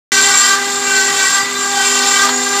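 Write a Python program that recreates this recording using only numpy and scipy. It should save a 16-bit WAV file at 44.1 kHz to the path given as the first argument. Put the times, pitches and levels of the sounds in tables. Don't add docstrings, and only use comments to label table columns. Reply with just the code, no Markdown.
import sys
import numpy as np
from scipy import signal
from scipy.fft import rfft, irfft, next_fast_len
from scipy.io import wavfile
from scipy.ndimage import uniform_filter1d

SR = 44100
rng = np.random.default_rng(int(sys.argv[2]) if len(sys.argv) > 2 else 0)


def nominal_scale(level):
    x = np.asarray(level, float) / 20
    return 10 ** x


def generate_wav(signal):
    frames = np.transpose(np.atleast_2d(signal))
    scaled = np.clip(frames, -1, 1) * 32767
    pcm = np.round(scaled).astype(np.int16)
    wavfile.write(sys.argv[1], SR, pcm)


N = 114660
T = np.arange(N) / SR

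SHAFT_RATES = [399.4, 401.6]


def evened(x):
    return x / np.sqrt(np.mean(abs(x) ** 2) + 1e-20)


def curve(rows, axis=1):
    rows = np.array(rows)
    return np.interp(T, rows[:, 0], rows[:, axis])


def read(points, hz):
    f, value = np.transpose(points)
    return np.interp(np.log(hz + 1), np.log(f + 1), value)


def slow(width_hz, count):
    size = next_fast_len(N // 16 + 2)
    hz = np.fft.fftfreq(size, 16 / SR)
    keep = abs(hz) < 150
    z = np.zeros((count, size), complex)
    noise = rng.standard_normal((count, keep.sum(), 2)) @ [1, 1j]
    z[:, keep] = noise / (1 + (hz[keep] * 2 / width_hz) ** 2)
    return evened(np.fft.ifft(z))


def waver(turns, z):
    at, grid = np.arange(N) / 16, np.arange(len(z))
    envelope = np.interp(at, grid, z)
    return np.sqrt(2) * (envelope * np.exp(2j * np.pi * turns)).real


def hiss(colour, patchy_db, flicker_db):
    frames, hz = N // 128 + 5, np.fft.rfftfreq(N, 1 / SR)
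    a, b, patches = rng.standard_normal((frames, 257, 3)).T
    patches = uniform_filter1d(patches, size=6, axis=0)
    patches = evened(uniform_filter1d(patches, size=16, axis=1))
    flicker = evened(uniform_filter1d(rng.standard_normal(frames), size=3))
    spectra = (a + 1j * b) * nominal_scale(patchy_db * patches + flicker_db * flicker)
    x = signal.istft(spectra, nperseg=512, noverlap=384)[1][:N]
    return evened(irfft(rfft(x) * nominal_scale(read(colour, hz)), N))


def bell(s, length):
    return np.exp(-2 * ((T - s) / (0.71 * length)) ** 2)


def cutting_load():
    # t/s, level/dB
    effort = [(0.13, -12.5), (0.19, -13), (0.4, -13), (0.53, -14), (0.57, -19), (0.81, -20), (0.98, -14.5),
              (1.13, -17), (1.23, -14.5), (1.32, -16), (1.39, -16), (1.46, -22.5), (1.64, -19.5),
              (1.72, -19), (1.83, -15), (2.25, -14), (2.29, -20.5), (2.6, -17)]
    return curve(effort) + 15


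def ridges_crossed():
    # t/s, f/Hz
    feed = [(.1, 53.3), (.3, 53), (.42, 57), (.55, 28), (.75, 20), (.87, 38), (.97, 58.4), (1.25, 66.8),
            (1.4, 26.9), (1.65, 30.6), (1.8, 55), (1.95, 58.7), (2.15, 57.2), (2.27, 24), (2.6, 20.7)]
    return np.cumsum(curve(feed)) / SR


def pump():
    # t/s, level/dB
    effort = [(0.13, -31.5), (0.15, -35), (1.12, -36), (1.2, -36.5), (1.83, -36.5), (1.97, -31),
              (2.19, -34.5), (2.33, -29), (2.6, -36)]
    # order, level/dB
    orders = [(1, 0.5), (2, -8.5), (3, -6.5), (4, -5.5)]
    pump_hz, rise_db = 252.5, 2.5
    z = 1 + 0.24 * slow(4, count=len(orders))
    rise = rise_db * (T / T[-1] - .5)
    hum = np.zeros(N)
    for (k, db), row in zip(orders, z):
        hum += nominal_scale(db + (k > 1.5) * rise) * waver(round(k) * pump_hz * T, row)
    return nominal_scale(curve(effort)) * hum


def machine_roar():
    # f/Hz, level/dB
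    roar_colour = [(20, -49), (90, -17), (300, -7.5), (600, -14), (1400, -7), (2510, -9), (7270, -12.5),
                   (10000, -41)]
    return nominal_scale(-27 + 0.1 * cutting_load()) * hiss(roar_colour, patchy_db=2.1, flicker_db=0.0)


def treble_air():
    # f/Hz, level/dB
    air_colour = [(6000, -18), (10000, -2.5), (11000, -3.5), (12500, 3), (14000, -3.5), (15000, -2),
                  (15600, -4.5)]
    return nominal_scale(-35.5 + 0.87 * cutting_load()) * hiss(air_colour, patchy_db=-2, flicker_db=0.3)


def whine():
    # t/s, first order level/dB, second order level/dB
    low_beat = [(0.13, -28.5, -30.5), (0.18, -28.5, -37.5), (0.29, -28.5, -23.5), (0.41, -42, -37),
                (0.53, -29.5, -28.5), (1.03, -28, -29), (1.13, -28, -24.5), (1.28, -35, -35.5),
                (1.32, -49, -31.5), (1.42, -33.5, -26.5), (1.51, -30.5, -46), (1.78, -32, -18.5),
                (1.93, -26.5, -35), (2.08, -29, -19), (2.19, -31.5, -35.5), (2.25, -29, -24.5),
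                (2.48, -28.5, -31.5), (2.6, -25, -19.5)]
    # t/s, third, fourth and fifth order level/dB
    upper_beat = [(0.13, -40, -23, -22.5), (0.19, -22, -31, -32), (0.25, -28, -29, -24),
                  (0.53, -25, -24, -40), (0.67, -33, -35, -31.5), (0.84, -21.5, -28.5, -34),
                  (0.99, -50, -31, -29), (1.09, -35, -30, -30), (1.26, -37, -32, -38),
                  (1.28, -33, -30, -28), (1.37, -31, -28, -29), (1.46, -32.5, -43, -30),
                  (1.65, -33.5, -26, -47), (2.12, -26.5, -42, -39), (2.23, -17, -31, -28),
                  (2.33, -36, -31, -32.5), (2.56, -22.5, -26, -36), (2.6, -24, -42, -35)]
    # order, level/dB
    free_orders = [(6, -51), (9, -36), (14, -54), (16, -60), (17, -32), (18, -39), (19, -42), (21, -72),
                   (23, -59)]
    mean_hz = np.mean(SHAFT_RATES)
    levels = [curve(low_beat, axis=k) for k in (1, 2)]
    levels += [curve(upper_beat, axis=k) for k in (1, 2, 3)]
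    drift = 1 + np.array([[.08], [.2], [.35], [.45], [.6]]) * slow(14, count=5)
    low = np.zeros(N)
    for k, db in enumerate(levels, start=1):
        low += nominal_scale(db) * waver(k * mean_hz * T, drift[k - 1])
    z, top = slow(14, count=2 * len(free_orders)), np.zeros(N)
    for i, (order, db) in enumerate(free_orders + free_orders):
        shaft_hz = SHAFT_RATES[i // len(free_orders)]
        top += nominal_scale(db - 2.0) * waver(round(order) * shaft_hz * T, z[i])
    return low + top * nominal_scale(0.1 * cutting_load())


def chatter_squeals():
    # centre t/s, length t/s, f/Hz, level/dB
    squeals = [(0.14, 0.05, 2734, -23), (0.15, 0.06, 5868, -22), (0.17, 0.11, 4310, -26),
               (0.2, 0.07, 2352, -26), (0.2, 0.1, 1555, -14), (0.24, 0.05, 7445, -17),
               (0.33, 0.05, 5391, -25), (0.36, 0.1, 2289, -25), (0.4, 0.1, 7397, -17),
               (0.46, 0.11, 4766, -26), (0.52, 0.07, 1565, -15), (0.54, 0.07, 1172, -17),
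               (0.97, 0.09, 4281, -27), (0.97, 0.13, 1539, -13.5), (0.98, 0.1, 7368, -18),
               (1.22, 0.12, 2318, -25), (1.23, 0.09, 1536, -16), (1.38, 0.08, 1176, -18),
               (1.83, 0.1, 5075, -26), (1.84, 0.15, 3138, -25), (1.85, 0.07, 6273, -26),
               (1.97, 0.05, 3138, -26), (2.1, 0.05, 7372, -20), (2.12, 0.15, 5372, -26),
               (2.16, 0.07, 3083, -25), (2.16, 0.1, 2293, -25), (2.22, 0.1, 1576, -15),
               (2.24, 0.1, 1190, -19), (.6, .07, 1560, -21), (.33, .08, 1490, -22), (.43, .1, 1475, -24),
               (1.8, .1, 1545, -21), (1.38, .09, 1560, -22), (2.02, .07, 1530, -23), (1.13, .1, 1165, -26),
               (1.27, .09, 1112, -26), (1.26, .08, 1930, -23), (.93, .16, 2335, -28),
               (1.85, .08, 2350, -26), (.25, .14, 3130, -27), (.45, .06, 3120, -27), (.95, .08, 3130, -27),
               (1.15, .1, 3140, -29), (2.05, .07, 3130, -29), (.46, .08, 7450, -17), (.86, .1, 7480, -23),
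               (1.06, .1, 7480, -21), (1.35, .07, 7485, -19),
               (.76, .14, 7580, -24), (.75, .12, 7190, -26), (1.1, .22, 1940, -26), (1.4, .14, 1950, -26),
             (1.62, .1, 1157, -25), (1.64, .12, 7150, -25), (1.6, .07, 7550, -25), (1.9, .2, 2735, -29),
             (1.92, .15, 7080, -25), (2.15, .25, 1990, -27), (2.35, .12, 6830, -25), (2.5, .25, 7185, -26),
             (2.5, .2, 3610, -34), (1.57, .07, 4000, -30), (1.42, .08, 4760, -29), (1.76, .08, 3533, -28),
             (2.24, .07, 5797, -26), (1.47, .08, 1975, -26), (.3, .14, 1585, -21), (1.8, .1, 770, -28),
             (1.95, .1, 7510, -23), (1.7, .1, 7540, -27), (2.45, .12, 6430, -31), (.41, .08, 1190, -21),
             (2.16, .07, 1585, -19), (.9, .08, 2740, -28), (2.28, .08, 650, -32)]
    swells = squeals
    trim_db = -.6
    depth = np.array(swells)[:, 2:3] ** .5 / 190
    z = 1 + depth * slow(45, count=len(swells))
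    tones = np.zeros(N)
    for (s, length, hz, db), row in zip(swells, z):
        tones += nominal_scale(db + trim_db) * bell(s, length) * waver(hz * T, row)
    return tones


def stroke_end_grinds():
    # centre t/s, length t/s, level/dB
    grind_swells = [
        (0.508, 0.38, -24),
        (1.39, 0.18, -23),
        (2.25, 0.2, -21),
    ]
    # f/Hz, level/dB
    grind_colour = [(500, -35), (900, -2.5), (1300, 2), (1900, 0.5), (2600, -7), (5000, -1.5), (9000, -24)]
    envelope = sum(nominal_scale(db) * bell(s, length) for s, length, db in grind_swells)
    return hiss(grind_colour, patchy_db=3.5, flicker_db=-4.5) * envelope


def moving_ring():
    # t/s, f/Hz
    ring_path = [(.13, 7390), (.55, 7433), (.75, 7560), (.95, 7380), (1.35, 7480), (1.6, 7500),
                 (1.85, 7450), (1.97, 7260), (2.2, 7460), (2.6, 7296)]
    width_hz, ring_db, clump_db = 330, -21, 3
    r = np.exp(-np.pi * width_hz / SR)
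    noise = rng.standard_normal((N, 2)) @ [1, 1j]
    z = signal.lfilter([1], np.convolve([1, -r], [1, -r]), noise)
    clumps = np.repeat(slow(10, count=1)[0].real, repeats=16)[:N]
    turn = np.exp(2j * np.pi * np.cumsum(curve(ring_path)) / SR)
    return evened((z * turn).real) * nominal_scale(ring_db + clump_db * clumps)


def grit():
    # f/Hz, width f/Hz, level/dB
    bit_modes = [(7500, 440, -26.5), (7000, 160, -30.5), (9096, 350, -34.5), (8260, 330, -39.5)]
    # f/Hz, level/dB
    dust_colour = [(350, -52), (700, -11), (1160, -5.5), (1600, -17.5), (2800, -11), (4500, -1.5),
                   (7200, -12), (10000, -30)]
    dust_db, buzz = -22, 0.63
    hz = np.fft.rfftfreq(N, 1 / SR)
    ring = sum(nominal_scale(db) / np.sqrt(w) / (1 + ((hz - f) * 2 / w) ** 2) for f, w, db in bit_modes)
    drive = hiss([(20, 0), (20000, 0)], patchy_db=1.5, flicker_db=1.54)
    turns = SHAFT_RATES[0] * T - .25 * ridges_crossed()
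    pulses = evened(1 - buzz + 3 * buzz * np.exp(-(turns % 1) / 0.23))
    dust = hiss(dust_colour, patchy_db=0.3, flicker_db=2.0) * pulses
    return nominal_scale(dust_db) * dust + irfft(rfft(drive) * ring * np.sqrt(SR / 1.6), N)


def side_tones():
    # f/Hz, level/dB
    cut_colour = [(800, -47), (1150, -34.5), (1550, -29.5), (2000, -32), (2400, -37), (6500, -36.5),
                  (7400, -37), (8600, -47)]
    split_per_order, split_spread, bloom_db = 0.14, 0.81, 4.5
    fuzz_hz, fuzz_db, sag_hz = 77, 2.5, 7
    swell_db, even_share, high_follow = .8, .6, 0.14
    ridges, load = ridges_crossed()[::16], cutting_load()[::16]
    shaft_hz, count = np.mean(SHAFT_RATES), len(ridges)
    bloom = nominal_scale(bloom_db * slow(4.6, count=23 * 6).real)
    z = evened(slow(24, count=23 * 6) * bloom)[:, :count]
    m = np.arange(1, 7)[:, None]
    fuzz = nominal_scale(fuzz_db) * slow(fuzz_hz, count=25)[:, :count]
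    swell = nominal_scale(swell_db * np.sqrt(2) * slow(8.4, count=25).real)[:, :count]
    out = np.zeros(N)
    for k, rows in enumerate(z.reshape(23, 6, -1), start=2):
        spread = split_spread + 0.028 * k
        share = np.exp(-.5 * ((m - .5 - split_per_order * k) / spread) ** 2)
        split = (share * rows * np.exp(-2j * np.pi * m * ridges)).sum(axis=0)
        halo = fuzz[k] * np.exp(-2j * np.pi * (.6 + sag_hz * k / 55) * ridges)
        both = split + halo
        power = uniform_filter1d(abs(both) ** 2, size=200)
        both = both * (power.mean() / power) ** (even_share / 2)
        both = both * nominal_scale(high_follow * (min(k, 8) - 3) * load)
        out += nominal_scale(read(cut_colour, k * shaft_hz)) * waver(k * shaft_hz * T, both * swell[k])
    return out


def scene():
    load = cutting_load()
    background = pump() + machine_roar() + treble_air()
    spindles = whine() + chatter_squeals() + stroke_end_grinds()
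    cut = nominal_scale(1.5 * load) * moving_ring() + nominal_scale(1.03 * load) * grit() + nominal_scale(0.8 * load) * side_tones()
    return np.tile(background + spindles + cut, (2, 1))


def low_pass(x):
    return signal.sosfilt(signal.butter(12, 16040, fs=SR, output="sos"), x)


def record(dry):
    edge_hz, low_hz = 15520, 80
    start_s, open_s = .1189, .0002
    x = np.clip(dry, -.9, .9)
    hz = np.fft.rfftfreq(N, 1 / SR)
    response = (hz < edge_hz) / np.sqrt(1 + (low_hz / (hz + 1)) ** 4)
    x = irfft(rfft(x) * response, N)
    return low_pass(x * np.clip((T - start_s) / open_s, 0, 1))


dry = scene()
out = record(dry)
generate_wav(out)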